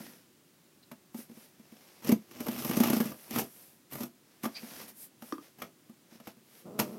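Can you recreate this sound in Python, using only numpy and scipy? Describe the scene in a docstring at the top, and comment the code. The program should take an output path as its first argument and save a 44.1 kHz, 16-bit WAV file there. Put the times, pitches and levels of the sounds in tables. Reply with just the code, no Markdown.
"""A kitchen knife slits the packing tape of a cardboard box that stands on a blanket in a small room.
Blade: random grains rasp through tape and fibres; it catches, snaps free, squeaks, and flicks set steel modes ringing.
Box: each jolt makes a wall thump as damped swings; the panels ring as a bank of modes.
Hands: filtered noise brushes and turns the box, fingers tap, and judder on the lid as the tip stabs in."""
import sys
import numpy as np
from scipy import signal
from scipy.fft import rfft, irfft
from scipy.io import wavfile

SR = 44100
rng = np.random.default_rng(int(sys.argv[2]) if len(sys.argv) > 2 else 0)


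def digitize_waveform(pressure):
    """Quantize a signal to 16-bit integers and store it at the path in sys.argv[1].

    Rows of a 2-D input are taken as channels; values are limited to [-1, 1].
    """
    field = np.atleast_2d(pressure).T
    bounded = np.clip(field, -1, 1)
    quanta = np.round(bounded * 32767).astype(np.int16)
    wavfile.write(sys.argv[1], SR, quanta)


N = 307818

# tape snapping, and ticks at any contact: f/Hz, density/dB
SNAP_SPECTRUM = [(1500, -28), (3000, -5.5), (4000, -8), (5700, -2.5), (8300, -9), (10500, -5), (12100, 4.5),
                 (14200, -6.5), (16000, -17.5)]
# board fibres giving way: f/Hz, density/dB
CRUNCH_SPECTRUM = [(40, -36.5), (120, 3), (350, 6.5), (620, 1.5), (850, 2), (1150, 2), (1550, -5),
                   (2000, -4), (2800, -6), (4000, -14.5), (9000, -48.5)]
# light friction, also the tick of the flicked blade: f/Hz, density/dB
RUB_SPECTRUM = [(100, -15), (500, 4), (1100, -3.5), (2200, -2.5), (3000, -5), (4200, -6), (5600, -2.5),
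                (8000, -17), (16000, -23)]


def from_db(db):
    """Level to amplitude."""
    return 10 ** (np.asarray(db) / 20)


def rms_one(x):
    """Scale to rms 1."""
    return x / np.sqrt(np.mean(x ** 2) + 1e-20)


def seconds(size):
    """Time axis."""
    return np.arange(size) / SR


def add(track, s, sound):
    """Mix a sound into the track from time s on."""
    start = max(0, round(s * SR))
    track[start:start + len(sound)] += sound[:max(0, N - start)]


def decay(t, t60):
    """Exponential fall of 60 dB in t60."""
    return np.exp(-np.log(1000) * t / t60)


def coloured(x, spectrum):
    """Causal (minimum-phase) filter with this spectrum; white noise keeps its power."""
    size = 4096
    hz, db = np.transpose(spectrum)
    grid = np.maximum(np.arange(size // 2 + 1) * SR / size, 1)
    gain = rms_one(from_db(np.interp(np.log(grid), np.log(hz), db)))
    cepstrum = irfft(np.log(gain))
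    cepstrum[1:size // 2] *= 2   # fold onto positive time
    cepstrum[size // 2 + 1:] = 0
    impulse = irfft(np.exp(rfft(cepstrum)))
    return signal.oaconvolve(x, impulse)[:len(x)]


def drift(rate):
    """Random wander about 0: unit-normal knots, rate per second, joined by lines."""
    knots = rng.standard_normal(N // 20)
    return np.interp(seconds(N) * rate, np.arange(len(knots)), knots)


def grains(per_s, spread_db):
    """Clicks of random time and sign, sizes spread exponentially in dB; rms 1."""
    sizes = from_db(spread_db * np.minimum(rng.exponential(1, N), 4))
    signs = rng.choice([-1, 1], N)
    return rms_one(sizes * signs * (rng.random(N) < per_s / SR))


def ticks(per_s, scatter_db, fall_s):
    """Short noise crackles at random moments; rms 1."""
    sizes = (rng.random(N) < per_s / SR) * from_db(scatter_db * rng.standard_normal(N))
    dying = signal.lfilter([1], [1, -np.exp(-1 / (fall_s * SR))], sizes + 1e-18)
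    return rms_one(dying * rng.standard_normal(N))


def ring(force, hz, t60):
    """Resonator: a unit click sets a decaying sine of height 1 ringing."""
    r, w = np.exp(-np.log(1000) / (t60 * SR)), 2 * np.pi * hz / SR
    return signal.lfilter([0, np.sin(w)], [1, -2 * r * np.cos(w), r * r], force + 1e-18)


def ring_modes(modes):
    """Click response of a bank of modes."""
    click = signal.unit_impulse(SR // 4)
    return sum(from_db(db) * ring(click, hz, t60) for hz, db, t60 in modes)


def bursts(times, levels_db, rise_s, fall_s):
    """Envelope of short bursts, summed in power."""
    power, t = np.zeros(N), seconds(SR // 8)
    shape = (1 - np.exp(-t / rise_s)) * np.exp(-t / fall_s)
    for s, db in zip(times, levels_db):
        add(power, s, (from_db(db) * shape / shape.max()) ** 2)
    return np.sqrt(power)


def level(s, db):
    """A level curve as a gain in time, silent outside its points."""
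    return from_db(np.interp(seconds(N), s, db, left=-200, right=-200))


def strokes(rows):
    """Every stroke swells to a peak and fades; one gain in time for each dB column."""
    swell_db, curve = 19, 1.86   # change over one rise or fall; 1 = pointed, 2 = rounded
    t, power = seconds(N), 0
    for peak_s, rise_s, fall_s, *levels_db in rows:
        away = np.minimum(np.maximum((peak_s - t) / rise_s, (t - peak_s) / fall_s), 4)
        shape = from_db(-swell_db * np.abs(away) ** curve)
        power = power + np.outer(from_db(levels_db), shape) ** 2
    return np.sqrt(power)


def room_tone():
    """Steady coloured noise of the room."""
    # f/Hz, density/dB
    tone_spectrum = [(15, -58), (25, -29), (76, -16), (145, -3), (335, -4), (373, -4), (427, -12.5),
                     (545, -12.5), (591, -14), (659, -16.5), (1790, -19.5), (2220, -20), (16000, -24)]
    return from_db(-63) * coloured(rng.standard_normal(N), tone_spectrum)


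def sliding(rub_db, hiss_db, drag_db):
    """Fine friction of skin and blade on cardboard and of the box on the blanket."""
    # skin and blade over the box: peak t/s, rise/s, fall/s, dull rub level/dB, bright hiss level/dB (before gains)
    brush_rows = [(0.01, 0.11, 0.24, -56.5, -58), (1.195, 0.059, 0.073, -58, -53),
                  (1.42, .16, 0.11, -62.5, -62.5), (1.87, 0.39, 0.73, -64, -68.5),
                  (3.24, 0.18, .15, -61, -58), (3.6, 0.29, 0.2, -66, -58.5), (4.33, 0.13, 0.077, -71, -94),
                  (4.81, 0.41, 0.097, -52, -54), (4.885, 0.013, 0.046, -56, -52.5),
                  (5.03, 0.094, 0.055, -70.5, -50), (5.27, 0.083, 0.15, -61.5, -58.5),
                  (5.44, 0.049, 0.088, -61.5, -65.5), (6.14, 0.068, 0.068, -62.5, -70),
                  (6.29, 0.073, 0.051, -59.5, -65), (6.59, 0.16, 0.077, -62.5, -63),
                  (6.88, 0.091, 0.17, -62.5, -62)]
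    # box shifting on the blanket: peak t/s, rise/s, fall/s, level/dB (before gain)
    drag_rows = [(0.01, .05, 0.19, -49), (4.8, 0.4, 0.22, -53)]
    # soft hiss of skin: f/Hz, density/dB
    hiss_spectrum = [(3000, -14.5), (7500, -7.5), (9500, -2), (12500, 1.5), (14500, -3.5), (16000, -9)]
    # box on cloth: f/Hz, density/dB
    drag_spectrum = [(29, -91), (50, -52), (93, -3), (234, 14.5), (339, 7), (462, -11), (539, -26),
                     (2000, -4), (2600, -63), (4400, -120)]
    rub, hiss = strokes(brush_rows)
    drag, = strokes(drag_rows)
    grain = grains(per_s=16000, spread_db=3.0) * from_db(0.52 * drift(rate=170))
    # skin crossing tape edges and creases
    grain += from_db(-7) * ticks(per_s=60, scatter_db=2, fall_s=0.0022)
    skin = from_db(rub_db) * coloured(rub * grain, RUB_SPECTRUM)
    skin += from_db(hiss_db) * coloured(hiss * rng.standard_normal(N), hiss_spectrum)
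    cloth = coloured(drag * grains(per_s=2700, spread_db=-1.0), drag_spectrum)
    return skin + from_db(drag_db) * cloth


def judder(jitter, uneven_db, scuff):
    """Stick-slip: soft, nearly regular slips of fingers push on the lid at a wandering rate."""
    # t/s, slip rate/Hz (before jitter), level/dB
    judder_rows = [(6.63, 186, -70), (6.661, 190, -44), (6.681, 220, -44), (6.719, 210, -46),
                   (6.781, 216, -45), (6.9, 191, -45.5), (6.98, 206, -46)]
    # push of a finger: f/Hz, density/dB
    finger_spectrum = [(60, -25), (120, -3.5), (210, 2.5), (420, -3.5), (650, -8.5), (800, -18),
                       (1300, -20), (1600, -35), (4000, -40.5)]
    s, per_s, db = np.transpose(judder_rows)
    rate = np.interp(seconds(N), s, per_s) * np.exp(jitter * drift(rate=150))
    slips = np.diff(np.floor(np.cumsum(rate) / SR), prepend=0)
    slips = slips * from_db(uneven_db * drift(rate=400))
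    force = rms_one(slips - slips.mean()) + scuff * rng.standard_normal(N)
    return level(s, db) * rms_one(coloured(force, finger_spectrum))


def squeaks(t60):
    """Brief rough whistles of steel gripping tape: noise through a resonator."""
    # t/s, length/s, f/Hz, level/dB
    squeak_rows = [(0.824, 0.024, 4130, -60), (4.538, 0.057, 4720, -43.5), (4.544, 0.033, 3960, -51),
                   (4.542, 0.067, 2450, -50)]
    out = np.zeros(N)
    for s, length, hz, db in squeak_rows:
        tone = rms_one(ring(rng.standard_normal(SR // 8), hz, t60))
        swell = np.hanning(round(length * SR))
        add(out, s, from_db(db) * swell * tone[:len(swell)])
    return out


def twangs(tick_fall_s, swing_delay_s):
    """The blade flicked off an edge ticks, rings and then swings as a whole."""
    # held in the board it cannot swing: t/s, swing level/dB, ring level/dB, tick level/dB
    twang_rows = [(4.443, -70, -37, -59), (4.454, -67, -32.5, -35), (5.324, -28, -32.5, -40.5),
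                  (5.382, -41.5, -43, -69), (6.801, -48, -32.5, -53)]
    # steel ringing: f/Hz, level/dB, t60/s
    blade_modes = [(637, -9, 0.017), (1140, -16, 0.054), (1137, 1, 0.028), (1205, -4, 0.054),
                   (1520, -18, 0.034), (1750, -30, 0.018), (2520, -23, 0.049), (3180, -16, 0.02),
                   (4620, -18, 0.032)]
    # whole blade swinging: f/Hz, level/dB, t60/s
    swing_modes = [(288.8, -5.5, 0.23), (320.6, -1, 0.11)]
    s, swing_db, ring_db, tick_db = np.transpose(twang_rows)
    steel, swing = ring_modes(blade_modes), ring_modes(swing_modes)
    tick = bursts(s, tick_db, rise_s=0.00079, fall_s=tick_fall_s) * rng.standard_normal(N)
    out = coloured(tick, RUB_SPECTRUM)
    for at, low_db, high_db in zip(s, swing_db, ring_db):
        add(out, at, from_db(high_db) * steel)
        add(out, at + swing_delay_s, from_db(low_db) * swing)
    # a narrow blade radiates almost no bass
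    return signal.sosfilt(signal.butter(2, 200, "high", fs=SR, output="sos"), out)


def jolts():
    """Catches, stabs and taps each give a snap, a crunch and a thump: t/s, then three levels/dB before gains."""
    # blade catches in the tape and snaps free: t/s, snap level/dB, thump level/dB
    catch_rows = [(2.045, -39.5, -36.5), (2.07, -37, -35), (2.089, -32.5, -14.5), (2.12, -29.5, -12.5),
                  (2.403, -34.5, -31), (2.483, -33, -25), (2.578, -45, -34.5), (2.646, -32, -29.5),
                  (2.693, -33, -22), (2.734, -39, -28), (2.768, -26.5, -18.5), (2.801, -26, -14),
                  (2.835, -24.5, -23.5), (2.869, -32, -23.5), (2.899, -27, -20), (2.929, -32, -19),
                  (2.964, -31, -21.5), (3.001, -33.5, -19.5), (3.054, -37.5, -27), (3.307, -37, -33.5),
                  (3.358, -38, -28.5), (3.384, -26.5, -28), (3.412, -40, -28), (3.93, -43, -37.5),
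                  (4.004, -39.5, -31.5), (4.032, -36, -38), (4.433, -38.5, -29.5), (4.813, -44.5, -49),
                  (6.796, -22, -24.5)]
    # tip stabs into the board: t/s, crunch level/dB, thump level/dB
    stab_rows = [(0.914, -44, -40.5), (2.116, -31.5, -28), (4.456, -35, -26.5), (5.221, -44, -40),
                 (5.618, -32.5, -41.5), (6.199, -49.5, -48), (6.271, -40, -42), (6.79, -24.5, -31)]
    # fingers land on the box: t/s, thump level/dB
    tap_rows = [(0.003, -36.5), (0.922, -41.5), (1.144, -32.5), (1.185, -39.5), (1.294, -43), (1.312, -44),
                (1.369, -44), (1.594, -46), (1.72, -44.5), (4.629, -37), (5.894, -42.5), (6.12, -50),
                (6.15, -48), (6.368, -51)]
    catches = [(s, db, db - 4.5, thump_db) for s, db, thump_db in catch_rows]
    stabs = [(s, db - 2.5, db, thump_db) for s, db, thump_db in stab_rows]
    taps = [(s, db - 15, db - 15, db) for s, db in tap_rows]
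    return np.transpose(catches + stabs + taps)


def thumps(gain_db, push_s, wall_t60, vary_db):
    """The released wall springs back in a few damped swings; each spot has its own pitch and overtones."""
    # multiple of the lowest mode, mean level/dB
    wall_overtones = [(1.6, -11.5), (2.35, -16.5), (3.2, -22.5)]
    wall_hz, scatter = 216.8, 0.068   # median lowest mode; log-spread from spot to spot
    out, t = np.zeros(N), seconds(SR // 4)
    swell = (1 - np.exp(-(t / push_s) ** 2)) * decay(t, wall_t60)
    multiple, overtone_db = np.transpose(wall_overtones)
    times, _, _, levels_db = jolts()
    for s, db in zip(times, levels_db):
        phase = 2 * np.pi * wall_hz * np.exp(scatter * rng.standard_normal()) * t
        gains = from_db(overtone_db + vary_db * rng.standard_normal(len(multiple)))
        wall = np.sin(phase) + gains @ np.sin(np.outer(multiple, phase))
        add(out, s, from_db(db + gain_db) * swell / swell.max() * wall)
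    return out


def panels(force):
    """Modal ring of the hollow box; white noise keeps its power."""
    # other panels and the air inside: f/Hz, level/dB, t60/s
    box_modes = [(152, -5, 0.097), (201, 4.5, 0.065), (238, -1.5, 0.096), (335.2, 0.5, 0.074),
                 (393.5, -5.5, 0.073), (499, -7.5, 0.077), (599, -6.5, 0.068), (671.4, -12, 0.12),
                 (714, -9, 0.05), (798, -10.5, 0.071), (888, 1, 0.021), (1104, -23, 0.053)]
    answer = ring_modes(box_modes)
    answer *= 1 - np.exp(-seconds(len(answer)) / 0.0056)   # bending waves take a moment to spread
    return signal.oaconvolve(force, answer / np.linalg.norm(answer))[:N]


def breaking(snap_gain_db, crunch_gain_db, panel_db):
    """Each jolt gives a snap and a crunch of grains; the crunch shakes the panels."""
    s, snap_db, crunch_db, _ = jolts()
    snap = bursts(s, snap_db + snap_gain_db, rise_s=0.0077, fall_s=0.0035)
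    snap *= grains(per_s=10000, spread_db=4.5)
    crunch = bursts(s, crunch_db + crunch_gain_db, rise_s=0.0012, fall_s=0.0063)
    crunch *= grains(per_s=8000, spread_db=0.5)
    cracks = coloured(snap, SNAP_SPECTRUM) + coloured(crunch, CRUNCH_SPECTRUM)
    return cracks + from_db(panel_db) * panels(crunch)


def travelling(x, patchy_db):
    """As the contact moves along the seam, each range of pitch radiates now more, now less."""
    out, rest = 0, x
    for hz in np.geomspace(450, 11000, 7):
        low = signal.sosfiltfilt(signal.butter(2, hz, fs=SR, output="sos"), rest)
        out = out + low * from_db(patchy_db * drift(rate=37))
        rest = rest - low
    return out + rest


def pushing():
    """How hard the edge works, as gains in time: on fibres and on tape."""
    # long slit along the seam: t/s, rasp level/dB, tape sizzle level/dB (before gains)
    slit_curve = [(2.21, -92, -82), (2.30, -59.5, -73), (2.42, -46.5, -55.5), (2.62, -46, -45.5),
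                  (2.82, -36.5, -44.5), (3.02, -42.5, -47), (3.12, -49, -55.5), (3.18, -71, -68)]
    # short pushes: peak t/s, rise/s, fall/s, rasp level/dB, tape sizzle level/dB (before gains)
    jab_rows = [(2.086, 0.055, 0.046, -37.5, -51), (3.38, 0.091, 0.077, -37.5, -41),
                (3.935, 0.031, 0.058, -47.5, -46), (4.015, 0.07, 0.062, -45.5, -49),
                (4.445, 0.018, 0.024, -36.5, -43.5), (5.635, 0.072, 0.054, -51.5, -73),
                (6.802, 0.016, 0.048, -35, -49)]
    s, *levels_db = np.transpose(slit_curve)
    return strokes(jab_rows) + [level(s, db) for db in levels_db]


def cutting(rasp_db, sizzle_db, drum_db, uneven_db, grip_db):
    """The moving edge breaks fibres and tape in uneven clumps and snags; the fibres also drum on the box."""
    # edge in fibres: f/Hz, density/dB
    rasp_spectrum = [(60, -45), (150, -10), (380, -6.5), (650, -11.5), (1150, 0.5), (1550, -7), (2000, -5),
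                     (3000, -4.5), (4000, -12), (5700, -5), (8300, -18), (16000, -11)]
    # tape crackle: f/Hz, density/dB
    sizzle_spectrum = [(4000, -15.5), (5600, -20), (7000, -16), (8800, -12.5), (10500, -10.5),
                       (12100, -4.5), (14200, -7), (16000, -29)]
    rasp, sizzle = pushing()
    bite = rms_one(from_db(uneven_db * drift(rate=250) + grip_db * drift(rate=60)))
    fibres = rasp * bite * grains(per_s=1400, spread_db=0.0)
    tape = sizzle * bite * grains(per_s=2200, spread_db=2.5)
    snags = rasp * ticks(per_s=38, scatter_db=3.5, fall_s=0.0042)
    edge = from_db(rasp_db) * coloured(fibres, rasp_spectrum)
    edge += from_db(sizzle_db) * coloured(tape, sizzle_spectrum)
    edge += from_db(-8.5) * coloured(snags, SNAP_SPECTRUM)
    edge += from_db(-3.5) * coloured(snags, CRUNCH_SPECTRUM)
    return travelling(edge, patchy_db=3.5) + from_db(drum_db) * panels(fibres)


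def room(x, wet_db, t60, treble_t60, first_echo_s):
    """A small furnished room: dense reflections that die quickly, the treble first."""
    t = seconds(SR // 2)
    echoes = rng.standard_normal(len(t)) * np.clip(t / first_echo_s - 1, 0, 1)
    dull = signal.sosfilt(signal.butter(1, 4000, fs=SR, output="sos"), echoes)
    tail = dull * decay(t, t60) + (echoes - dull) * decay(t, treble_t60)
    return x + from_db(wet_db) * signal.oaconvolve(x, tail / np.linalg.norm(tail))[:N]


def scene():
    """Knife, box and blade sound in the room; hands and room tone are added dry."""
    air = room_tone()
    hands = sliding(rub_db=0.5, hiss_db=2.5, drag_db=-4.0)
    blade = twangs(tick_fall_s=0.0017, swing_delay_s=0.0034) + squeaks(t60=0.0094)
    box = thumps(gain_db=-0.5, push_s=0.0062, wall_t60=0.04, vary_db=1.5)
    box += judder(jitter=0.157, uneven_db=2.2, scuff=0.71)
    knife = breaking(snap_gain_db=-4.0, crunch_gain_db=-1.0, panel_db=-4.5)
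    knife += cutting(rasp_db=-4, sizzle_db=0.5, drum_db=1.0, uneven_db=1.5, grip_db=0.5)
    wet = room(knife + box + blade, wet_db=-8.5, t60=0.16, treble_t60=0.13, first_echo_s=0.0033)
    return (wet + hands + air)[None]


def record(dry):
    """A small microphone loses the deep bass; the top is cut steeply."""
    mic_low_hz, cutoff_hz = 76.5, 16000
    thin = signal.sosfilt(signal.butter(1, mic_low_hz, "high", fs=SR, output="sos"), dry)
    return signal.sosfilt(signal.ellip(12, .1, 90, cutoff_hz, fs=SR, output="sos"), thin)


dry = scene()
out = record(dry)
digitize_waveform(out)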